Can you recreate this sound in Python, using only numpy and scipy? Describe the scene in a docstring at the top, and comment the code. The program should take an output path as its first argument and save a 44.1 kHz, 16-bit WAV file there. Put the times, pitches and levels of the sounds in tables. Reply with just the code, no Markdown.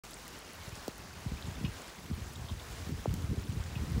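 """Steady rain outside a house: a wash of far drops (patchy coloured noise), a patter of small drops (damped sines),
near drops ticking on leaves and paving (band-filtered blow and spray), a few ringing the metal cups of a rain
chain (decaying modes). Wind buffets the microphone port: a lumpy noise rumble with single puffs that fall in
pitch (slowing sine swings)."""
import sys
import numpy as np
from scipy import signal
from scipy.fft import rfft, irfft, next_fast_len
from scipy.io import wavfile
from scipy.ndimage import uniform_filter1d, map_coordinates

SR = 44100
rng = np.random.default_rng(int(sys.argv[2]) if len(sys.argv) > 2 else 0)


def invert_db(x):
    """Field ratio 10**(x/20) for x, a level in decibels (scalar or array-like)."""
    u = np.asarray(x, float) / 20
    return 10 ** u


def materialize(psi):
    """Save the field psi as 16-bit PCM at rate SR to the path in sys.argv[1].

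    A 1-D psi becomes a single channel; in a 2-D psi each row is a channel.
    """
    bounded = np.clip(np.atleast_2d(psi).T, -1, 1)
    quanta = np.round(bounded * 32767).astype(np.int16)
    wavfile.write(sys.argv[1], SR, quanta)


N = 176400


def unit(x):
    """Scale to rms 1."""
    return x / np.sqrt(np.mean(x ** 2) + 1e-20)


def curves(rows):
    """One value per sample for each column after the time."""
    s, *cols = np.transpose(rows)
    return [np.interp(np.arange(N) / SR, s, c) for c in cols]


def wobble(knots_per_s):
    """A smooth random curve through normally distributed knots."""
    at_knot = np.arange(N) * np.clip(knots_per_s, .1, 200) / SR
    return map_coordinates(rng.standard_normal(1000), [at_knot])


def coloured(x, points):
    """x through a (Hz, dB) spectrum, interpolated over log frequency, rms 1."""
    size = next_fast_len(N + 8192)
    hz, db = np.transpose(points)
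    gain_db = np.interp(np.log(np.fft.rfftfreq(size, 1 / SR) + 1), np.log(hz), db)
    return unit(irfft(rfft(x, size) * invert_db(gain_db), size)[:N])


def place(seconds, rows):
    """Sum each row of samples at its time."""
    at = np.round(np.asarray(seconds) * SR).astype(int)[:, None] + np.arange(rows.shape[1])
    return np.bincount(at.ravel(), rows.ravel(), N + SR)[:N]


def tick(db, hz, cycles, size):
    """Damped sines living a few cycles, one row each."""
    turns = np.arange(size) / SR * np.clip(hz, 300, 16000)[:, None]
    decay = np.exp(-turns / np.clip(cycles, .3, 30)[:, None])
    return invert_db(db)[:, None] * np.sin(2 * np.pi * turns) * decay


def rain_wash():
    """Countless far drops: patchy noise that flutters a little; its treble drifts on its own."""
    # Wash level over time. Each row: time in seconds, level in dB before wash_db and flutter.
    level_rows = [(0.05, -52.5), (0.64, -52), (1.05, -52.5), (1.68, -51.5), (2.18, -54), (2.43, -53),
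                  (3.55, -53), (3.79, -50), (4.0, -51.5)]
    # Wash spectrum. Each row: frequency in Hz, relative density in dB.
    spectrum = [(30, -22), (50, 0.5), (80, -19), (150, -12.5), (300, -11.5), (600, -13), (1000, -13),
                (2000, -17.5), (3500, -21.5), (5000, -22), (7000, -24), (9000, -29.5), (11000, -30.5),
                (13000, -37.5), (14500, -31.5), (15600, -30), (16500, -59)]
    # Treble drift. Each row: time in seconds, treble gain in dB.
    treble_rows = [(0, 4.5), (.4, -0.5), (.8, 0.5), (1.3, -1), (1.8, -0.5), (2.3, 1), (2.7, 1.5),
                   (3.1, 0.5), (3.5, 0.2), (4, -1.5)]
    wash_db, patchy_db, flutter_db = 1.81, 0.8, 0.77
    treble_from_hz = 5900

    z = signal.stft(rng.standard_normal(N), nperseg=512)[2]
    field = uniform_filter1d(rng.standard_normal(z.shape), size=8, axis=0)
    field = uniform_filter1d(field, size=8, axis=1)
    patchy = signal.istft(z * invert_db(patchy_db * unit(field)), nperseg=512)[1][:N]
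    noise = coloured(patchy, spectrum)

    highpass = 1 / (1 + (treble_from_hz / (np.fft.rfftfreq(N, 1 / SR) + 1)) ** 6)
    treble = irfft(rfft(noise) * highpass, N)
    level_db, = curves(level_rows)
    treble_db, = curves(treble_rows)
    flutter = flutter_db * (wobble(6.1) + wobble(24.96))
    return invert_db(level_db + wash_db + flutter) * (noise - treble + invert_db(treble_db) * treble)


def patter():
    """Small random drops as damped sines, a few much louder than the rest."""
    count = 4000
    base_db, spread_db = -52.5, 2
    centre_hz, spread_octaves = 6020, 0.914
    median_cycles, cycles_log_spread = 2.5, .6
    u, g = rng.random((count, 2)), rng.standard_normal((count, 2))
    db = base_db - spread_db * np.log(u[:, 1] + 0.006)
    hz = centre_hz * 2 ** (spread_octaves * g[:, 0])
    cycles = median_cycles * np.exp(cycles_log_spread * g[:, 1])
    return place(u[:, 0] * N / SR, tick(db, hz, cycles, size=512))


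def wind():
    """Lumpy turbulence on the port: noise in a deep body and an upper edge sharing their lumps."""
    # Rumble over time. Each row: time in seconds, body level in dB, upper edge over body in dB.
    level_rows = [(.05, -59.5, -2.5), (.4, -64.5, 2.5), (.66, -52, -8), (.76, -55, -2), (.8, -58, -5),
                  (1.14, -55, -2.5), (1.2, -50, -3.5), (1.35, -47.5, -5), (1.42, -49.5, -4),
                  (1.5, -50, 2.5), (1.7, -44, -6), (1.78, -57.5, -17), (2.0, -61.5, 4), (2.1, -46, 0),
                  (2.3, -50.5, -6.5), (2.5, -46.5, -7), (2.77, -49, -14.5), (2.9, -44.5, 4),
                  (3.04, -51.5, -9), (3.13, -39, -3), (3.35, -47, 1.5), (3.55, -40.5, -5),
                  (3.67, -45.5, -9.5), (3.78, -41, -6.5), (4.0, -37.5, -3)]
    # Body spectrum. Each row: frequency in Hz, relative density in dB.
    low_spectrum = [(15, -62), (30, -49), (50, -3.5), (75, 9.5), (120, 0.5), (170, -6.5), (300, -43.5)]
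    # Upper edge spectrum. Each row: frequency in Hz, relative density in dB.
    high_spectrum = [(80, -45), (150, 0), (200, -1.5), (300, -8.5), (450, -14), (800, -54), (1500, -83)]
    lump_depth_db, lumps_per_s = 2.5, 25
    edge_lump_db, edge_lumps_per_s = 4, 60

    low_db, edge_db = curves(level_rows)
    lump_db = lump_depth_db * wobble(lumps_per_s)
    low = unit(invert_db(lump_db) * coloured(rng.standard_normal(N), low_spectrum))
    high_lump_db = lump_db + edge_lump_db * wobble(edge_lumps_per_s)
    high = unit(invert_db(high_lump_db) * coloured(rng.standard_normal(N), high_spectrum))
    return invert_db(low_db) * (low + invert_db(edge_db) * high)


def near_drops():
    """A sharp blow and a short spray of noise, both through a band around each drop's own pitch."""
    # Near drops. Each row: time in seconds, peak of the blow in dB, centre in Hz, spread in octaves.
    drop_rows = [(.052, -37, 4000, 0.97), (0.268, -48, 1940, 0.093), (.1094, -37, 10100, .3),
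                 (0.134, -34.5, 4360, 0.43), (.142, -33.5, 8100, 0.21), (0.254, -39, 12000, .5),
                 (0.28, -28.5, 9000, 0.96), (.391, -38, 9500, .4), (0.534, -38, 10000, 0.36),
                 (.69, -38, 10000, .7), (.709, -52, 3900, .5), (0.7545, -33, 6500, 0.36),
                 (0.878, -44, 11000, .5), (0.8807, -27.5, 5500, 0.53), (0.8807, -33, 15000, 0.15),
                 (0.981, -33, 10000, 0.92), (1.378, -43, 3600, 0.16), (1.4248, -35, 3830, .25),
                 (1.456, -42, 3800, 0.28), (1.819, -37.5, 8250, 0.36), (1.889, -46, 4830, .2),
                 (2.03, -45, 11000, 0.45), (2.3353, -37.5, 9350, 0.54), (2.62, -49, 14000, 0.35),
                 (2.90, -47, 14000, .3), (3.012, -46, 12500, .3), (3.1407, -25, 7800, 1.1),
                 (3.291, -49, 14000, .3), (3.42, -43, 14000, .3), (3.526, -38, 5300, 0.73),
                 (3.639, -35, 5000, 0.73), (3.92, -52, 12000, 0.37)]
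    spray_db, spray_t60_s = -24, .02
    size = 2048

    s, db, hz, octaves = np.transpose(drop_rows)
    t, f = np.arange(size) / SR, np.fft.rfftfreq(size, 1 / SR)
    offset = np.log2((f + 1) / hz[:, None]) / np.clip(octaves, .1, 2)[:, None]
    band = np.exp(-.5 * offset ** 2)
    # Minimum phase by folding the cepstrum: nothing sounds ahead of the blow.
    fold = np.r_[1, 2 * np.ones(1023), 1, np.zeros(1023)]
    causal = np.exp(rfft(irfft(np.log(band + 0.001)) * fold))
    spray = rng.standard_normal((len(s), size)) * invert_db(spray_db - 60 * t / spray_t60_s)
    blow = (t == 0) + spray
    response_peak = np.abs(irfft(causal)).max(axis=1, keepdims=True)
    return place(s, invert_db(db)[:, None] * irfft(rfft(blow) * causal) / response_peak)


def puffs():
    """A puff of air on the port swings a few times, each swing slower than the last."""
    # Puffs. Each row: time of the peak in seconds, peak in dB, pitch at the peak in Hz, life in cycles.
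    puff_rows = [(.682, -33, 109, 0.19), (.731, -38, 116, 0.87), (0.8817, -27.5, 482, 1.54),
                 (1.174, -43, 70.5, 0.65), (1.268, -27.5, 140, 1.3), (1.322, -30, 157, 0.52),
                 (1.322, -37.5, 380, 0.54), (1.335, -32, 67.5, 0.42), (1.452, -37, 94, .6),
                 (1.489, -31.5, 107, 0.44), (1.578, -37, 80, 0.75), (1.69, -34, 107, 1.5),
                 (1.523, -37, 118, 0.46), (1.614, -36, 223, 1.1), (1.648, -24.5, 163, 1.05),
                 (2.103, -31, 176, 0.33), (2.116, -27.5, 173, 0.91), (2.136, -31.5, 81, 0.57),
                 (2.222, -32.5, 94, 1), (2.274, -41, 79, .6), (2.308, -38.5, 117, 0.36),
                 (2.372, -40, 90.5, 0.69), (2.403, -36, 97, 1.1), (2.448, -41, 129, .7),
                 (2.522, -30, 98, 1.2), (2.71, -37.5, 83, 1.1), (2.813, -42, 120, 0.69),
                 (2.873, -36, 140, 0.46), (2.907, -38, 335, 0.72), (2.924, -29, 140, .6),
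                 (2.947, -33, 95, 0.92), (2.993, -33, 79, .7), (3.0586, -23, 640, 1.1),
                 (3.084, -25, 123, 1.8), (3.115, -31, 98, 1.8), (3.172, -38, 94, 1.1),
                 (3.23, -36, 87.5, .5), (3.245, -27, 113, 0.6), (3.299, -27.5, 92, 0.99),
                 (3.318, -26, 142, 0.68), (3.375, -35.5, 400, .7), (3.384, -26, 99, 0.54),
                 (3.497, -27.5, 115, 0.48), (3.528, -35.5, 193, 0.9), (3.556, -31.5, 104, .5),
                 (3.574, -29, 120, 0.94), (3.606, -27, 84, 0.41), (3.768, -28, 139, 1.3),
                 (3.802, -32, 100, 2.3), (3.886, -36, 125, .8), (3.921, -27.5, 125, .5),
                 (3.952, -28, 89, 0.67), (3.975, -27, 122, 1.1)]
    fall_per_cycle, rise_cycles = .5, 1.5  # log pitch drop; swings until the peak

    s, db, hz, life = np.transpose(puff_rows)[:, :, None]
    drop = np.exp(fall_per_cycle * rise_cycles)  # pitch ratio, onset to peak
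    turns = np.log1p(fall_per_cycle * hz * drop * np.arange(SR // 8) / SR) / fall_per_cycle
    u = turns / rise_cycles
    shape = (u * np.exp((1 - u ** 2) / 2)) ** (rise_cycles / np.clip(life, .1, 3))
    shape = shape * np.hanning(SR // 4)[SR // 8:SR // 8 * 2]  # fade to zero
    rise_s = (1 - 1 / drop) / (fall_per_cycle * hz)
    return place((s - rise_s)[:, 0], invert_db(db) * shape * np.sin(2 * np.pi * turns))


def cups():
    """Each blow rings the metal cups' modes anew; running water shakes the ringing in level and phase."""
    # Drops on the cups. Each row: time in seconds, blow level in dB, most excited region in Hz,
    # its spread in octaves.
    hits = [(1.6476, -35.5, 3300, 1.7), (1.661, -38, 2940, 0.23), (2.3545, -39, 3670, 0.18),
            (2.486, -35.5, 3670, 0.22), (2.492, -38.5, 1100, .3), (2.497, -35, 3430, 0.085),
            (2.52, -43, 3700, 0.27), (2.5955, -39, 3660, 0.16), (3.754, -33.5, 2690, 0.2)]
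    # Modes of the cups. Each row: frequency in Hz, relative level in dB, t60 in seconds.
    modes = [(1100, -2, .1), (2540, -3, .1), (2840, -5, .13), (3250, -1, .035), (3450, -2, .03),
             (3720, 0, .035), (4300, -6, .03)]
    attack_s = .0007
    splash_depth_db, splash_rough_rad = 3, .09  # phase roughness is per sample

    t, rows = np.arange(SR // 4) / SR, []
    hz, level_db, t60_s = np.transpose(modes)[:, :, None]
    attack = 1 - np.exp(-t / attack_s)
    for _, db, centre_hz, octaves in hits:
        shake = uniform_filter1d(rng.standard_normal((len(modes), len(t))), size=150) * np.sqrt(150)
        drift = np.cumsum(rng.standard_normal((len(modes), len(t))), axis=1)
        excitation = np.exp(-.5 * (np.log2(hz / centre_hz) / octaves) ** 2)
        gain = invert_db(db + level_db + splash_depth_db * shake - 60 * t / t60_s) * excitation
        ringing = np.sin(2 * np.pi * hz * t + splash_rough_rad * drift)
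        rows.append(np.sum(gain * ringing, axis=0) * attack / 2)
    return place([hit[0] for hit in hits], np.array(rows))


def scene():
    """All sources at one microphone."""
    return (rain_wash() + patter() + wind() + near_drops() + puffs() + cups())[None]


def roll_off(x):
    """The treble ends steeply here."""
    return signal.sosfilt(signal.butter(12, 17070, fs=SR, output="sos"), x)


def record(dry):
    """Silence until the sound begins with a short fade, and a steep band limit."""
    start_s, fade_s, top_hz = .0356, 0.0024, 15780
    t = np.arange(N) / SR
    faded = dry * np.clip((t - start_s) / fade_s, 0, 1)
    limited = irfft(rfft(faded) * (np.fft.rfftfreq(N, 1 / SR) < top_hz), N)
    mix = limited * (t > start_s - .002)  # trims the filter's pre-ringing
    return roll_off(mix)


dry = scene()
out = record(dry)
materialize(out)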